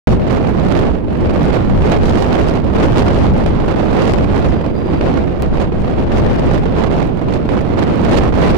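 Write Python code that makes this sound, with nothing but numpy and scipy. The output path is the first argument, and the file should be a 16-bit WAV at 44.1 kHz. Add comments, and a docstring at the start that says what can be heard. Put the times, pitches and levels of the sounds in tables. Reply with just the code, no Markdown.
"""Wind on a microphone in traffic

Wind batters the two microphone ports of a camera on an open vehicle crossing a bridge. Big eddies
rumble and thump, small ones tear and hiss as the gusts rise, and the strongest overload the capsules.
Underneath, the road rushes evenly; a brake squeals faintly on the left, and one dry tick follows."""
import sys
import numpy as np
from scipy import signal
from scipy.fft import rfft, irfft, next_fast_len
from scipy.io import wavfile
from scipy.ndimage import uniform_filter1d

SR = 44100
rng = np.random.default_rng(int(sys.argv[2]) if len(sys.argv) > 2 else 0)


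def persist_wave(psi):
    """Save psi, clipped to +-1, as 16-bit WAV."""
    counts = np.round(np.clip(psi, -1, 1) * 32767).astype(np.int16)
    wavfile.write(sys.argv[1], SR, np.atleast_2d(counts).T)


N = 377937
TIME = np.arange(N) / SR
# Each row: the share of a left-minus-right level difference that one port takes, left first.
SIDES = np.array([[.5], [-.5]])


def undb(db):
    """Amplitude grows tenfold for every 20 dB."""
    return 10 ** (np.asarray(db) / 20)


def curves(table):
    """Linear interpolation turns each column after the first into a curve in time."""
    times, *columns = np.transpose(table)
    return [np.interp(TIME, times, column) for column in columns]


def swell(centre_s, half_s):
    """A Gaussian pulse peaks at 1 and falls to 1/e at half_s to either side."""
    return np.exp(-np.minimum(((TIME - centre_s) / half_s) ** 2, 20))


def noise(colour):
    """Spectral shaping colours white noise, independently for each port; rms 1."""
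    size = next_fast_len(N)
    hz, db = np.transpose(colour)
    bin_hz = np.maximum(np.arange(size // 2 + 1) * SR / size, 1)
    gain = undb(np.interp(np.log(bin_hz), np.log(hz), db))
    x = irfft(rfft(rng.standard_normal((2, size))) * gain, size)[:, :N]
    return x / x.std()


def walk(per_s):
    """Random steps, smoothed twice, give each port a fluctuation of standard deviation 1."""
    hold = max(int(SR / per_s), 2)
    levels = rng.standard_normal((N // 2 + 1, 2))[:N // hold + 1].T
    steps = np.repeat(levels, hold, axis=1)
    x = uniform_filter1d(uniform_filter1d(steps, hold), hold)[:, :N]
    return x / x.std()


def one_pole(x, hz, kind):
    """A first-order filter slopes by 6 dB an octave beyond its corner."""
    return signal.sosfilt(signal.butter(1, hz, kind, fs=SR, output="sos"), x)


def lee():
    """Wind shadow: the windward port gets more of the flow, the sheltered one less."""
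    # Each row: time in seconds, left minus right in dB before each source scales it.
    wind_side = [(0.12, -3.5), (0.22, 1.5), (0.3, -6.5), (0.84, -4.5), (0.98, -8), (1.08, -4), (1.66, -7.5),
                 (1.74, 2.5), (1.84, -5.5), (2.6, -6.0), (2.72, -4.5), (4.04, -5), (4.16, -1.0),
                 (4.36, -5.5), (6.08, -3), (6.32, 1.5), (6.54, -6.5), (8.04, -5.5), (8.12, -3.5),
                 (8.54, -6)]
    pan_db, = curves(wind_side)
    return pan_db * SIDES


def airflow(spread=1.19, sway_db=1.07, flutter_db=1.43, burst_db=2.5):
    """Turbulence varies the flow on many time scales; the result is in dB about its mean at each port."""
    # Each row: time in seconds, strength of the wind in dB.
    gusts = [(0.11, -27.5), (0.19, -35), (0.23, -34), (0.3, -25.5), (0.36, -32.5), (0.83, -28.5),
             (1.02, -42), (1.23, -30.5), (1.58, -29.5), (1.7, -33.5), (1.94, -24), (1.99, -28.5),
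             (2.57, -28.0), (2.6, -33.5), (2.72, -34), (2.76, -27), (2.84, -23.5), (2.94, -30.5),
             (2.99, -23.5), (3.04, -28), (3.22, -26), (3.3, -31), (3.9, -30.5), (3.97, -24), (4.27, -31.5),
             (4.45, -27.5), (4.68, -35), (4.72, -38), (5.08, -28.5), (5.37, -37.5), (5.45, -31),
             (5.52, -36.5), (5.62, -30), (5.69, -38), (5.74, -34.5), (6.08, -32.5), (6.16, -26.5),
             (6.21, -29), (6.56, -29.0), (6.71, -32.5), (6.79, -26.5), (6.89, -33), (6.93, -28),
             (7.17, -39), (7.35, -31), (7.4, -37.0), (7.52, -32), (7.71, -33), (7.82, -26.5), (7.95, -32),
             (8.05, -30), (8.13, -23.0), (8.28, -25), (8.32, -33.5), (8.44, -23.5), (8.54, -26.5)]
    gust_db, = curves(gusts)
    flow_db = gust_db - gust_db.mean() + spread * lee() + gust_fronts()
    return flow_db + sway_db * walk(25) + flutter_db * walk(70) + burst_db * walk(400)


def buffeting(deep_db=-14.5, roar_db=-14.0, deep_swing=1.34, roar_swing=1.3,
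              deep_spread=0.88, roar_spread=1.1, throb_db=1.97, shared=0.38):
    """Vortex shedding: the vehicle's big eddies push on each diaphragm; only the deepest span both."""
    # Each row: time in seconds, rumble and roar contours in dB before the swings scale them.
    contours = [(0.12, -14.0, -6.5), (0.2, -16.5, -14.5), (0.34, -21.5, -10.5), (0.86, -15, -14.5),
                (1.02, -20, -17.5), (1.12, -20, -12), (2.04, -12.5, -13.5), (2.34, -18.5, -13.5),
                (3.32, -13, -13), (3.64, -16.5, -15.5), (3.72, -20, -15), (4.12, -16.5, -11.5),
                (4.92, -24, -14.5), (5.02, -18, -14.5), (5.32, -20.5, -16), (5.44, -17, -16.0),
                (6.06, -17.5, -15.5), (6.18, -15.5, -13.5), (7.0, -18.5, -12.5), (7.14, -21.5, -14.5),
                (7.28, -19, -18), (8.0, -24.5, -10), (8.1, -12.5, -11.5), (8.54, -17.0, -12)]
    # The heaviest eddies. Each row: time in seconds, rise in dB, left minus right in dB.
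    thumps = [(.1, 5.5, -10), (.47, 4, 5), (2.07, 0.5, -8), (2.87, 2.5, -12), (3.25, 3.5, -5), (3.33, 7, 5),
              (3.48, -2, 12), (4.5, 9, -8), (6.13, -1, -7), (6.53, 9, -8), (6.94, 1.5, 5), (8.07, -7, 6)]
    # Each row: frequency in Hz, relative spectral density in dB.
    colour = [(12, -3), (28, -3.5), (60, 1), (120, -2), (220, -4), (350, -12), (600, -26), (1200, -51),
              (4000, -76)]
    deep_contour, roar_contour = (db - db.mean() for db in curves(contours))
    thump_db = sum((db + pan_db * SIDES) * swell(s, half_s=0.03) for s, db, pan_db in thumps)
    pressure = noise(colour)
    pressure = pressure + shared * one_pole(pressure[::-1], 30, "low")
    deep = one_pole(pressure, 150, "low")
    rumble = deep * undb(deep_db + deep_swing * deep_contour + thump_db + deep_spread * lee())
    roar = (pressure - deep) * undb(roar_db + roar_swing * roar_contour + roar_spread * lee())
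    return (rumble + roar) * undb(throb_db * walk(22))


def eddies(flow_db, level_db=-16, growth=0.95, brightening=0.18):
    """Edge noise: small eddies break on the ports, and faster air makes them smaller and brighter."""
    # Each row: frequency in Hz, relative spectral density in dB.
    colour = [(60, -6), (180, 1), (320, 1.5), (500, -1.5), (750, -7), (1100, -14), (1600, -21.5),
              (2600, -26), (4500, -38), (7000, -58), (16000, -83)]
    pressure = noise(colour) * undb(level_db + growth * flow_db)
    dull = one_pole(pressure, 900, "low")
    return dull + (pressure - dull) * undb(brightening * flow_db)


def road(level_db=-33, swell_db=0.48):
    """Many tyres and engines add incoherently into an even rush that swells slowly."""
    # Each row: frequency in Hz, relative spectral density in dB.
    colour = [(30, -6), (120, -3.5), (500, -1), (1000, -18), (2500, -23.5), (5000, -49), (9000, -54),
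              (16000, -56)]
    return noise(colour) * undb(level_db + swell_db * walk(0.98))


def overload(pressure, ceiling=.46, knee=9):
    """Saturation: the capsules flatten big swings, and the corners of the flat tops add a rasp."""
    return pressure / (1 + np.abs(pressure / ceiling) ** knee) ** (1 / knee)


def hiss(flow_db, level_db=-41.5, growth=1.37, spit_db=3.5, pan_db=2.0, tear_side=-0.44):
    """Fine turbulence spits across the camera body and flares as it tears on an edge, more on the right."""
    # Each row: time in seconds, half length in seconds, extra hiss in dB averaged over the ports.
    tears = [(.11, 0.027, 6.5), (2.08, 0.057, 6), (2.213, 0.025, 8), (2.454, 0.064, 3), (2.86, .03, -0.5),
             (2.989, 0.023, 7), (3.16, .06, 3.5), (4.1, 0.052, 6), (5.614, 0.011, 5.5), (5.813, 0.016, 8),
             (6.174, 0.03, 5), (7.34, 0.014, 8), (8.152, .05, 1.5)]
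    # Each row: frequency in Hz, relative spectral density in dB.
    colour = [(500, 9), (1500, -6), (2800, -3.5), (4600, -6.5), (7000, -14.5), (10000, -23), (16000, -36)]
    tear_db = sum(db * swell(s, half_s) for s, half_s, db in tears) * (1 + tear_side * SIDES)
    hiss_db = level_db + pan_db * SIDES + growth * flow_db + tear_db
    return noise(colour) * undb(hiss_db + spit_db * walk(1100))


def crackle(flow_db, per_s=40, level_db=-23.0, growth=0.76, pan_db=-2, scatter_db=7):
    """Shot noise: lone tiny vortices snap at the port edges at random, even between gusts."""
    hits = rng.random((2, N)) < per_s / SR
    size = undb(scatter_db * np.clip(rng.standard_normal((2, N)), -2, 2))
    polarity = np.sign(rng.standard_normal((2, N)))
    snaps = one_pole(one_pole(hits * size * polarity, 2200, "low"), 1500, "high")
    return snaps * undb(level_db + pan_db * SIDES + growth * flow_db)


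def gust_fronts(decay_s=0.0049, lull_s=0.012, lull_depth=0.84):
    """Flow transients: the air lets go for an instant, then a front strikes and decays; in dB per port."""
    # Each row: time in seconds, change of flow in dB, left minus right in dB, both before smoothing.
    fronts = [(.726, -4, 19), (1.105, 3, -5), (1.383, 0, -3), (2.749, 5.5, 6), (2.827, 3, -5),
              (3.088, -7, 3), (3.46, 9.5, -3), (3.532, 3, 6), (3.68, 8, 2), (3.759, 9, -2),
              (4.135, 7.5, 24), (5.009, 10, 6), (5.72, 13, 1), (6.394, 2, -12), (6.542, 2, 7),
              (6.655, 8.5, -9), (7.214, 8, 6), (7.49, 8.5, -15), (7.772, 6, 1), (8.323, 12, 0)]
    change_db = np.zeros((2, N))
    for s, db, pan_db in fronts:
        near = np.abs(TIME - s) < .08
        t = TIME[near] - s
        shape = np.where(t >= 0, np.exp(-t / decay_s), -lull_depth * np.exp(t / lull_s))
        change_db[:, near] += (db + pan_db * SIDES) * shape
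    return uniform_filter1d(change_db, size=90)  # a front crosses a port in about 2 ms


def brake(start_s=4.25, attack_s=.55, hold_s=.14, release_s=.24, start_hz=4900, sag_hz_per_s=220,
          level_db=-57.0, octave_db=-18, pan_db=9, waver=0.00336, chatter_db=5.5):
    """Friction makes a brake disc sing a thin, wavering note that sinks as the wheel slows."""
    t = TIME - start_s
    envelope = np.interp(t, np.cumsum([0, attack_s, hold_s, release_s]), [0, 1, 1, 0])
    hz = (start_hz - sag_hz_per_s * t) * (1 + waver * walk(200)[0])
    phase = 2 * np.pi * np.cumsum(hz) / SR
    octave = envelope ** 4 * undb(octave_db) * np.sin(2 * phase)  # shows only near the peak
    return envelope * (np.sin(phase) + octave) * undb(level_db + pan_db * SIDES + chatter_db * walk(80))


def tick(start_s=5.4231, decay_s=0.00035, left=.17, right=0.52):
    """A pressure step with fast exponential relaxation is heard as one dry tick."""
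    pulse = (TIME >= start_s) * np.exp(-np.abs(TIME - start_s) / decay_s)
    return np.array([[left], [right]]) * pulse


def scene():
    """Superposition: buffeting, eddies and road saturate together, and the finer sounds add on top."""
    flow_db = airflow()
    capsules = overload(buffeting() + eddies(flow_db) + road())
    return capsules + hiss(flow_db) + crackle(flow_db) + brake() + tick()


def record(dry, start_s=.072, rise_s=.00002, surge=1.2, settle_s=0.006, top_hz=15800):
    """Band limiting tilts the flat tops and cuts the top treble; the sound starts loud, then settles."""
    since = np.maximum(TIME - start_s, 0)
    opening = (1 - np.exp(-since / rise_s)) * (1 + surge * np.exp(-since / settle_s))
    clipped = np.clip(one_pole(dry, 6.3, "high") * opening, -1, 1)
    return signal.sosfilt(signal.ellip(10, .2, 70, top_hz, fs=SR, output="sos"), clipped)


dry = scene()
out = record(dry)
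persist_wave(out)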